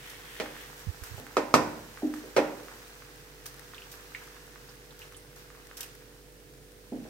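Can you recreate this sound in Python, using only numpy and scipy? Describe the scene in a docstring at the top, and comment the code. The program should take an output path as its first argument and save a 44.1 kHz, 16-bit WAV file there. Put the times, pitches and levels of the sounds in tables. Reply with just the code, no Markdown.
"""A wooden spatula turns potato masala in a pan, is knocked clean on the rim and laid on the steel stove.
Each knock rings the metal and the small tiled kitchen. The mash sizzles faintly throughout: tiny bubbles
burst in the oil and steam escapes in dull pops. Wet fingers then flick water from a steel cup into the
pan, where it plips and spatters, and something is set down softly. Under it all lie air and a low hum."""
import sys
import numpy as np
from scipy import signal
from scipy.fft import rfft, irfft, next_fast_len
from scipy.io import wavfile

SR = 44100
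rng = np.random.default_rng(int(sys.argv[2]) if len(sys.argv) > 2 else 0)


def master(y):
    """Save y as 16-bit WAV."""
    cut = np.clip(np.atleast_2d(y).T, -1, 1)
    pcm = np.round(cut * 32767)  # scale
    wavfile.write(sys.argv[1], SR, pcm.astype(np.int16))


N = 312669

# spatula strokes and the sizzle of the mash they turn onto hot metal: peak_s, length_s, drag_db, sizzle_db
SPATULA_STROKES = [(0.08, .14, -48.5, -59), (0.376, 0.22, -47.5, -67), (0.612, 0.11, -50, -58),
                   (0.806, 0.04, -61, -57), (1.183, 0.046, -56, -55.5)]
# water hitting hot metal and the sizzle that flares after it: start_s, level_db, decay_s, flare_db
WET_SPATTERS = [(.096, -45, 0.0078, -66), (1.036, -39.5, 0.0042, -47.5), (2.139, -38.5, 0.0023, -52),
                (3.457, -40, .012, -58), (3.915, -47.5, 0.019, -77), (4.991, -48.5, 0.0037, -50.5),
                (5.123, -51, .004, -61), (5.36, -49, 0.0046, -51.5), (5.769, -47.5, 0.02, -49),
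                (5.806, -40.5, 0.011, -74), (5.829, -44.5, 0.011, -80)]
# bright tone of spatters and oil spits: frequency_hz, gain_db
SPATTER_EQ = [(2000, 15.5), (3000, 2), (4200, 0), (5500, 5), (8000, -1.5), (10500, -2), (13000, 3.5),
              (16000, -1)]


def spatula_knocks(body, clack_t60_s=0.031, tilt_from_hz=590):
    """Wood strikes metal: each blow has its own hardness and brief clack, and rings the same body."""
    # blows: start_s, level_db, tilt_db_per_octave, low_cut_hz, direct_db, clack_db, clack_hz, blade_share
    blows = [(.400, 13.5, 0.8, 262, -9, -19, 1960, 0.097), (1.3684, 22, -1.36, 280, -11, 10, 1268, 0.7),
             (1.5405, 26.5, 0, 105, -10, 11.5, 1252, 1), (2.3646, 24, -0.62, 237, -16, 0.5, 635, 0.54),
             (2.3807, 22, -3, 330, -20, 9.5, 554, 0.33)]
    # tone of wood on metal: frequency_hz, gain_db
    wood_eq = [(120, -0.5), (300, 0.5), (550, 2.1), (1200, -10), (2200, -7.5), (3700, -16), (5800, -21),
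               (11000, -33.5)]
    # broad resonances of the blade and the struck metal: centre_hz, width_hz, gain_db
    blade_peaks = [(1003, 197, 10), (1387, 220, 11), (2600, 225, 3.5), (2990, 360, -4), (4100, 180, 2),
                   (4890, 330, 9.5), (5800, 380, 13), (7250, 640, 10), (8720, 990, 7.5),
                   (12100, 1700, 11.5)]
    out, t = np.zeros((2, N)), np.arange(SR // 20) / SR
    decay = np.log(1000) / clack_t60_s
    blade_db = lambda hz: sum(db / (1 + (2 * (hz - f) / width) ** 2) for f, width, db in blade_peaks)
    for start_s, level_db, tilt, low_cut_hz, direct_db, clack_db, clack_hz, blade_share in blows:
        hardness_db = lambda hz: tilt * np.log2(np.maximum(hz / tilt_from_hz, 1))
        bass_loss_db = lambda hz: 10 * np.log10(1 + (low_cut_hz / hz) ** 6)
        contact_db = lambda hz: curve_at(wood_eq, hz) + hardness_db(hz) - bass_loss_db(hz)
        blow = click(lambda hz: level_db + contact_db(hz) + blade_share * blade_db(hz))
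        room = kitchen_reverb(early_db=-4.5, tail_db=-10, early_t60_s=0.13, rise_s=0.002)
        add(out, start_s, signal.fftconvolve(blow[None], amp(1.5) * body + room, axes=1))
        # straight at the microphone the small blade radiates little bass and an extra crack of treble
        direct = signal.lfilter(*signal.butter(1, 330, "high", fs=SR), blow)
        crack = signal.lfilter(*signal.butter(2, 2500, "high", fs=SR), blow)
        add(out, start_s, amp(direct_db) * direct_stereo(direct))
        add(out, start_s + .001, amp(direct_db + 2.5) * direct_stereo(crack))
        clack_ring = amp(clack_db) * 2 * decay / SR * np.exp(-decay * t) * np.sin(2 * np.pi * clack_hz * t)
        clack = signal.fftconvolve(blow, clack_ring)
        add(out, start_s, with_reverb(clack, 0, amp(-12.5) * room) * balance(-2, .8))
    return out * balance(-1, 1)


def metal_ring(build_cycles=0.79):
    """Pan and stove ring after one click; each mode builds up over its first cycles, so bass comes late."""
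    # resonances of pan, stove and the corner around them: pitch_hz, level_db, t60_s
    modes = [(228.7, 6.5, 0.74), (256.2, 5.5, 0.32), (303.4, 11, 0.54), (380, 0, 0.16), (413, 1.5, 0.15),
             (456, 3.5, .28), (514, 3, 0.28), (562, -0.5, 0.75), (621, 3, 0.289), (700, -0.5, 0.46),
             (804, 5.5, 0.365), (910, 2.5, 0.62), (940, -7, 0.447), (1010, 1.5, .4), (1126, 0.5, 0.19),
             (1270, 3, 0.3), (1512, 1, 0.59), (1820, 6.5, 0.262), (1940, 0, 0.63), (2524, -4, 0.17),
             (2480, -2.5, .45)]
    t = np.arange(SR) / SR
    hz, db, t60_s = np.transpose(modes)[:, :, None]
    decay = np.log(1000) / t60_s
    envelope = np.exp(-decay * t) * (1 - np.exp(-t * hz / build_cycles))
    return (amp(db) * 2 * decay / SR * envelope * np.cos(2 * np.pi * hz * t)).sum(0)


def soft_bumps(body, cutoff_hz=900):
    """Soft contacts have no treble and reach only the low modes, which hum on."""
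    # bumps of pan and stove: start_s, level_db, pitch_hz, width_octaves
    contacts = [(1.18, 3.5, 650, 0.72), (1.203, 6, 242, 0.29), (2.022, 12.5, 678, 0.24),
                (2.030, 29, 290, 0.22), (2.237, 7.5, 401, 0.44), (6.921, 20, 227, 0.44),
                (6.924, 8.5, 510, 0.54), (7.052, 3, 553, 0.49)]
    out = np.zeros((2, N))
    rooms = [kitchen_reverb(early_db=-13, tail_db=-12, rise_s=.012) for _ in range(3)]
    lowpass = signal.butter(6, cutoff_hz, fs=SR, output="sos")
    for k, (start_s, db, hz, octaves) in enumerate(contacts):
        push = signal.sosfilt(lowpass, tuned_click(db, hz, octaves, depth_db=70))
        add(out, start_s, with_reverb(push, direct_db=-9, response=amp(0.5) * body + rooms[k % len(rooms)]))
    return out * balance(-1, 1.1)


def spatula_drag():
    """The spatula slips through the wet mash in fine grains."""
    # tone of the wet scrape: frequency_hz, gain_db
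    drag_eq = [(1200, -11), (1900, 2), (2400, -2.5), (3300, -1), (3900, -9.5), (6000, -18), (12000, -15)]
    push = sum(amp(db) * swell(peak_s, length_s) for peak_s, length_s, db, _ in SPATULA_STROKES)
    grains = diffuse_stereo(crackle(N, per_s=4000, spread_db=3.5))
    return push * unit_rms(equalise(grains, drag_eq))


def steam_pops(pitch_hz=1400, scatter_octaves=0.036):
    """Steam breaks through the thick mash in dull pops, all near one pitch."""
    # bursting bubbles: start_s, level_db
    bursts = [(0.46, -0.5), (0.566, -5.5), (1.037, -6.5), (1.267, -5), (1.974, -3.5), (2.139, -1.5),
              (2.599, -9.5), (2.684, -3.5), (3.022, -8.5), (3.46, -7.5), (3.736, -6.5), (3.940, -8),
              (4.217, -12), (4.277, -10), (4.366, -10.5), (4.559, -7.5), (5.123, -10.5), (5.503, -11.5),
              (5.55, -12.5), (5.713, -7)]
    pitches = pitch_hz * 2 ** (scatter_octaves * rng.standard_normal(len(bursts)))
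    events = [(start_s, db, hz) for (start_s, db), hz in zip(bursts, pitches)]
    pops = plips(events, octaves=.45, direct_db=-3.5, splatter_db=-7.5, splatter_t60_s=0.089, room_db=-7)
    return pops * balance(-1.5, 1)


def water_drops():
    """Water drips from the fingers: a broad slap with the clear plip of a small air bubble."""
    # drops landing in the pan: start_s, level_db, pitch_hz
    drips = [(3.746, -9, 3500), (3.781, -5, 2730), (3.820, -8, 2900), (4.1486, 7, 2120), (4.692, -14, 4900),
             (4.908, -16, 3730), (5.018, -6, 2700), (5.146, -12.5, 3160), (5.168, -13, 9000),
             (5.812, -5.5, 3170), (5.833, -6, 2800)]
    bubbles = plips(drips, octaves=0.18, direct_db=-3.5, splatter_db=-3.5, splatter_t60_s=0.068,
                    room_db=-10.5)
    slaps = plips(drips, octaves=0.64, direct_db=-18.5, splatter_db=-3, splatter_t60_s=0.057, room_db=1)
    return (bubbles + amp(-19) * slaps) * balance(-2, 1.2)


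def plips(events, octaves, direct_db, splatter_db, splatter_t60_s, room_db):
    """Bubbles ring for a few cycles, each with a short rough splatter and an echo of the kitchen."""
    out = np.zeros((2, N))
    rooms = [kitchen_reverb(splatter_db, room_db, splatter_t60_s, rise_s=0.0017) for _ in range(4)]
    for k, (start_s, db, hz) in enumerate(events):
        bubble = tuned_click(db, hz, octaves, depth_db=64)
        add(out, start_s, with_reverb(bubble, direct_db, rooms[k % len(rooms)][:, :SR // 3]))
    return out


def water_spatters(low_cut_hz=3270, attack_s=0.0005):
    """Water meets hot metal: a burst of fine crackle that dies quickly."""
    out, t = np.zeros((2, N)), np.arange(SR // 4) / SR
    for start_s, db, decay_s, _ in WET_SPATTERS:
        grains = crackle(len(t), per_s=2400, spread_db=4.5)
        fizz = equalise(grains, SPATTER_EQ, lambda hz: rolloff(low_cut_hz / (hz + 1), order=5))
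        envelope = np.exp(-t / decay_s) * (1 - np.exp(-t / attack_s))
        add(out, start_s, amp(db) * unit_rms(fizz) * envelope)
    echo = signal.fftconvolve(out, kitchen_reverb(early_db=-1, tail_db=-3), axes=1)[:, :N]
    return amp(5.5) * out + echo


def oil_spits(relative_db=-10, low_cut_hz=2500, decay_s=.0012):
    """Stray larger bubbles of oil burst with sharp ticks, louder while the pan sizzles harder."""
    grains = crackle(N, per_s=22, spread_db=4.5)
    ticks = equalise(grains, SPATTER_EQ, lambda hz: rolloff(low_cut_hz / (hz + 1), order=2))
    t = np.arange(SR // 50) / SR
    burst = rng.standard_normal((2, len(t))) * np.exp(-t / decay_s)
    spits = signal.oaconvolve(ticks, burst, axes=1)[:, :N]
    return amp(relative_db + sizzle_db()) * unit_rms(spits)


def frying(full_sizzle_db=-55):
    """Slow bubbles in the mash, sizzle and fizz from the oil: three bands of crackle blurred with hiss."""
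    # bands, low to high: full_level_db, db_per_sizzle_db, bursts_per_s, spread_db
    layers = [(-55, 1.16, 160, 3.5), (-55, 1, 1200, 3.1), (-56.5, 1.7, 3000, 5)]
    # tone of the frying: frequency_hz, gain_db
    fry_eq = [(410, -11), (700, -1.5), (873, -.5), (1190, -0.5), (1670, 2), (2080, -5), (2280, -8.5),
              (2590, -9), (3230, -12), (4580, -12.5), (5860, -12.5), (10100, -25), (15500, -16.5)]
    edges_hz = [600, 2200, 7000, 17000]
    change_db, out = sizzle_db() - full_sizzle_db, np.zeros((2, N))
    for (db, follow, per_s, spread_db), low_hz, high_hz in zip(layers, edges_hz, edges_hz[1:]):
        grains = crackle(N, per_s, spread_db)
        hiss = amp(2) * rng.standard_normal((2, N))
        bandpass = lambda hz: rolloff(low_hz / (hz + 1), order=6) * rolloff(hz / high_hz, order=6)
        band = equalise(diffuse_stereo(grains + hiss, lag_samples=7), fry_eq, bandpass)
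        out += amp(db + follow * change_db) * unit_rms(band)
    return out * balance(-1, .8)


def sizzle_db(flare_rise_s=0.019, flare_decay_s=0.069, waver_db=0.37, wavers_per_s=6.6):
    """The frying level wavers a little, and flares after each spatter and under each stroke."""
    # how strongly the pan fries, falling as the water cools it: time_s, level_db
    fry_levels = [(0, -56), (.9, -54), (1.3, -56), (1.65, -54), (1.9, -55.5), (2.65, -55), (3.3, -58.5),
                  (3.75, -55.5), (4.2, -55.5), (4.5, -58), (5.3, -60.5), (5.9, -58.5), (6.25, -64),
                  (6.8, -63.5), (7.09, -59.5)]
    t = np.arange(N) / SR
    power = amp(np.interp(t, *np.transpose(fry_levels))) ** 2
    for start_s, _, _, flare_db in WET_SPATTERS:
        age = np.maximum(t - start_s, 0)
        power += (amp(flare_db) * (1 - np.exp(-age / flare_rise_s)) * np.exp(-age / flare_decay_s)) ** 2
    for peak_s, length_s, _, turned_db in SPATULA_STROKES:
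        power += (amp(turned_db) * swell(peak_s, length_s)) ** 2
    waver = rng.standard_normal(400)
    return 10 * np.log10(power) + waver_db * np.interp(t * wavers_per_s, np.arange(len(waver)), waver)


def mic_handling_thuds():
    """The microphone is handled: dull low thuds, mostly on the right."""
    # low thuds: centre_s, level_db, pitch_hz, width_s
    thuds = [(.873, -22.5, 116, 0.0024), (.892, -21, 84.5, 0.0091), (1.027, -30.5, 69, 0.0052),
             (1.119, -32.5, 93.5, 0.0066), (1.147, -31, 106, 0.0054), (1.186, -36, 102, 0.0075)]
    out, t = np.zeros((2, N)), np.arange(-SR // 10, SR // 10) / SR
    for centre_s, db, hz, width_s in thuds:
        envelope = amp(db) * np.exp(-(t / width_s) ** 2 / 2)
        add(out, centre_s + t[0], -envelope * np.sin(2 * np.pi * hz * t))
    return out * balance(-19, -.5)


def room_tone():
    """Steady air noise and the slightly wavering hum of a mains motor."""
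    # tone of the still kitchen: frequency_hz, gain_db
    air_eq = [(20, -26), (40, -15.5), (75, -15.5), (100, -8.5), (140, -3.5), (170, -14.5), (300, -11.5),
              (490, -13.5), (620, -17), (800, -24.5), (1000, -40.5), (1500, -28), (12800, -29.5),
              (15500, -26.5)]
    # motor harmonics: pitch_hz, level_db
    harmonics = [(49, -59.5), (98, -98), (147, -70.5), (294, -68.5), (392, -68), (441, -64.5), (490, -62)]
    t, knots_s = np.arange(N) / SR, np.arange(0, 8, .25)
    air = unit_rms(equalise(diffuse_stereo(rng.standard_normal((2, N))), air_eq))
    hum = np.zeros(N)
    for hz, db in harmonics:
        offset_s = rng.random()
        drift_s = np.interp(t, knots_s, rng.normal(0, .0001, len(knots_s)))
        hum += amp(db) * np.sqrt(2) * np.sin(2 * np.pi * hz * (t + offset_s + drift_s))
    return amp(-55) * air * balance(-.8, .8) + hum * balance(-2.2, 1.8)


def kitchen_reverb(early_db, tail_db, early_t60_s=0.069, rise_s=0.0014):
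    """Dense early echoes from stove and wall, then the room's tail, darkening as it fades."""
    # decay of the tiled room: frequency_hz, t60_s
    decay_times = [(100, 0.89), (300, 0.73), (1000, 0.64), (3000, 0.49), (6000, 0.43), (15000, 0.28)]
    echoes = lambda: diffuse_stereo(rng.choice([-1., 1.], (2, SR)))
    hz, frame_s, spectrum = signal.stft(echoes(), SR, nperseg=256)
    fade = amp(-60 * frame_s / curve_at(decay_times, hz)[:, None])
    tail = signal.istft(spectrum * fade, SR, nperseg=256)[1][:, :SR]
    t = np.arange(SR) / SR
    early = echoes() * amp(-60 * t / early_t60_s)
    rise = 1 - np.exp(-t / rise_s)
    return (amp(early_db) * unit_rms(early * rise) + amp(tail_db) * unit_rms(tail * rise)) / np.sqrt(SR)


def crackle(size, per_s, spread_db):
    """Tiny bursting bubbles: random stereo clicks of uneven strength."""
    strength = amp(spread_db * np.minimum(rng.exponential(1, (2, size)), 4.5))
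    polarity = rng.choice([-1., 1.], (2, size))
    bursting = rng.random((2, size)) < per_s / SR
    return unit_rms(strength * polarity * bursting)


def swell(peak_s, length_s):
    """The bell-shaped push of one stroke."""
    return np.exp(-2 * ((np.arange(N) / SR - peak_s) / length_s) ** 2)


def click(spectrum_db, size=4096):
    """The tightest click with the given spectrum (minimum phase)."""
    hz = abs(np.fft.fftfreq(size, 1 / SR)) + 1
    log_gain = np.log(amp(np.maximum(spectrum_db(hz), -70)))
    return np.fft.ifft(np.exp(np.conj(signal.hilbert(log_gain)))).real[:size // 2]


def tuned_click(db, centre_hz, octaves, depth_db):
    """A click with one broad resonance, its skirts levelling off depth_db below."""
    skirt_db = lambda hz: 10 * np.log10(1 + (np.log2(hz / centre_hz) / octaves) ** 4)
    return click(lambda hz: db - depth_db * np.tanh(skirt_db(hz) / depth_db))


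def with_reverb(hit, direct_db, response):
    """A hit heard directly and through a stereo response."""
    sound = signal.fftconvolve(hit[None], response, axes=1)
    add(sound, 0, amp(direct_db) * direct_stereo(hit))
    return sound


def direct_stereo(x, lag_samples=2):
    """Direct sound reaches the left microphone first."""
    return np.array([x, np.pad(x, (lag_samples, 0))[:len(x)]])


def diffuse_stereo(x, lag_samples=2):
    """Makes two unrelated signals alike in the bass, as at two close microphones; the right one lags."""
    # likeness of left and right: frequency_hz, correlation
    likeness = [(50, 1), (300, 0.63), (600, 0.48), (1200, 0.17), (2500, 0.14), (6000, 0.17), (15000, 0.15)]
    angle = lambda hz: np.arccos(np.clip(curve_at(likeness, hz), 0, 1)) / 2
    mid = colour(x[0], lambda hz: np.cos(angle(hz)))
    side = colour(x[1], lambda hz: np.sin(angle(hz)))
    return np.array([mid + side, np.roll(mid - side, lag_samples)])


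def equalise(x, eq, cut=lambda hz: 1):
    """Applies an EQ curve and an optional cut filter."""
    return colour(x, lambda hz: amp(curve_at(eq, hz)) * cut(hz))


def colour(x, gain):
    """Filters by a gain given as a function of frequency."""
    size = next_fast_len(x.shape[-1])
    return irfft(rfft(x, size) * gain(np.fft.rfftfreq(size, 1 / SR)), size)[..., :x.shape[-1]]


def rolloff(ratio, order):
    """Filter gain that falls away as a frequency ratio passes 1."""
    return 1 / np.sqrt(1 + ratio ** (2 * order))


def curve_at(points, hz):
    """Reads a curve along a log-frequency axis."""
    points_hz, values = np.transpose(points)
    return np.interp(np.log(hz + 1), np.log(points_hz + 1), values)


def add(mix, start_s, sound):
    """Mixes a sound in at start_s."""
    part = mix[:, max(round(start_s * SR), 0):][:, :sound.shape[-1]]
    part += sound[..., :part.shape[1]]


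def balance(left_db, right_db):
    """A gain for each channel."""
    return amp([[left_db], [right_db]])


def amp(db):
    """Decibels to gain."""
    return 10 ** (np.asarray(db) / 20)


def unit_rms(x):
    """Scales to rms 1."""
    return x / np.sqrt(np.mean(x ** 2) + 1e-20)


def scene():
    """Spatula and pan up front, over the cooking and the room tone."""
    body = direct_stereo(metal_ring())
    utensils = spatula_knocks(body) + soft_bumps(body) + spatula_drag()
    cooking = steam_pops() + water_drops() + water_spatters() + oil_spits() + frying()
    return utensils + cooking + mic_handling_thuds() + room_tone()


def record(dry):
    """The microphone's uneven treble, then a steep high cut."""
    # microphone response: frequency_hz, gain_db
    mic_eq = [(7000, 0), (9200, 3.5), (10300, 0), (12200, 1.5), (15500, -2.5)]
    high_cut = signal.firwin(511, cutoff=15900, window=("kaiser", 9), fs=SR)
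    return signal.oaconvolve(equalise(dry, mic_eq), high_cut[None], "same")


dry = scene()
out = record(dry)
master(out)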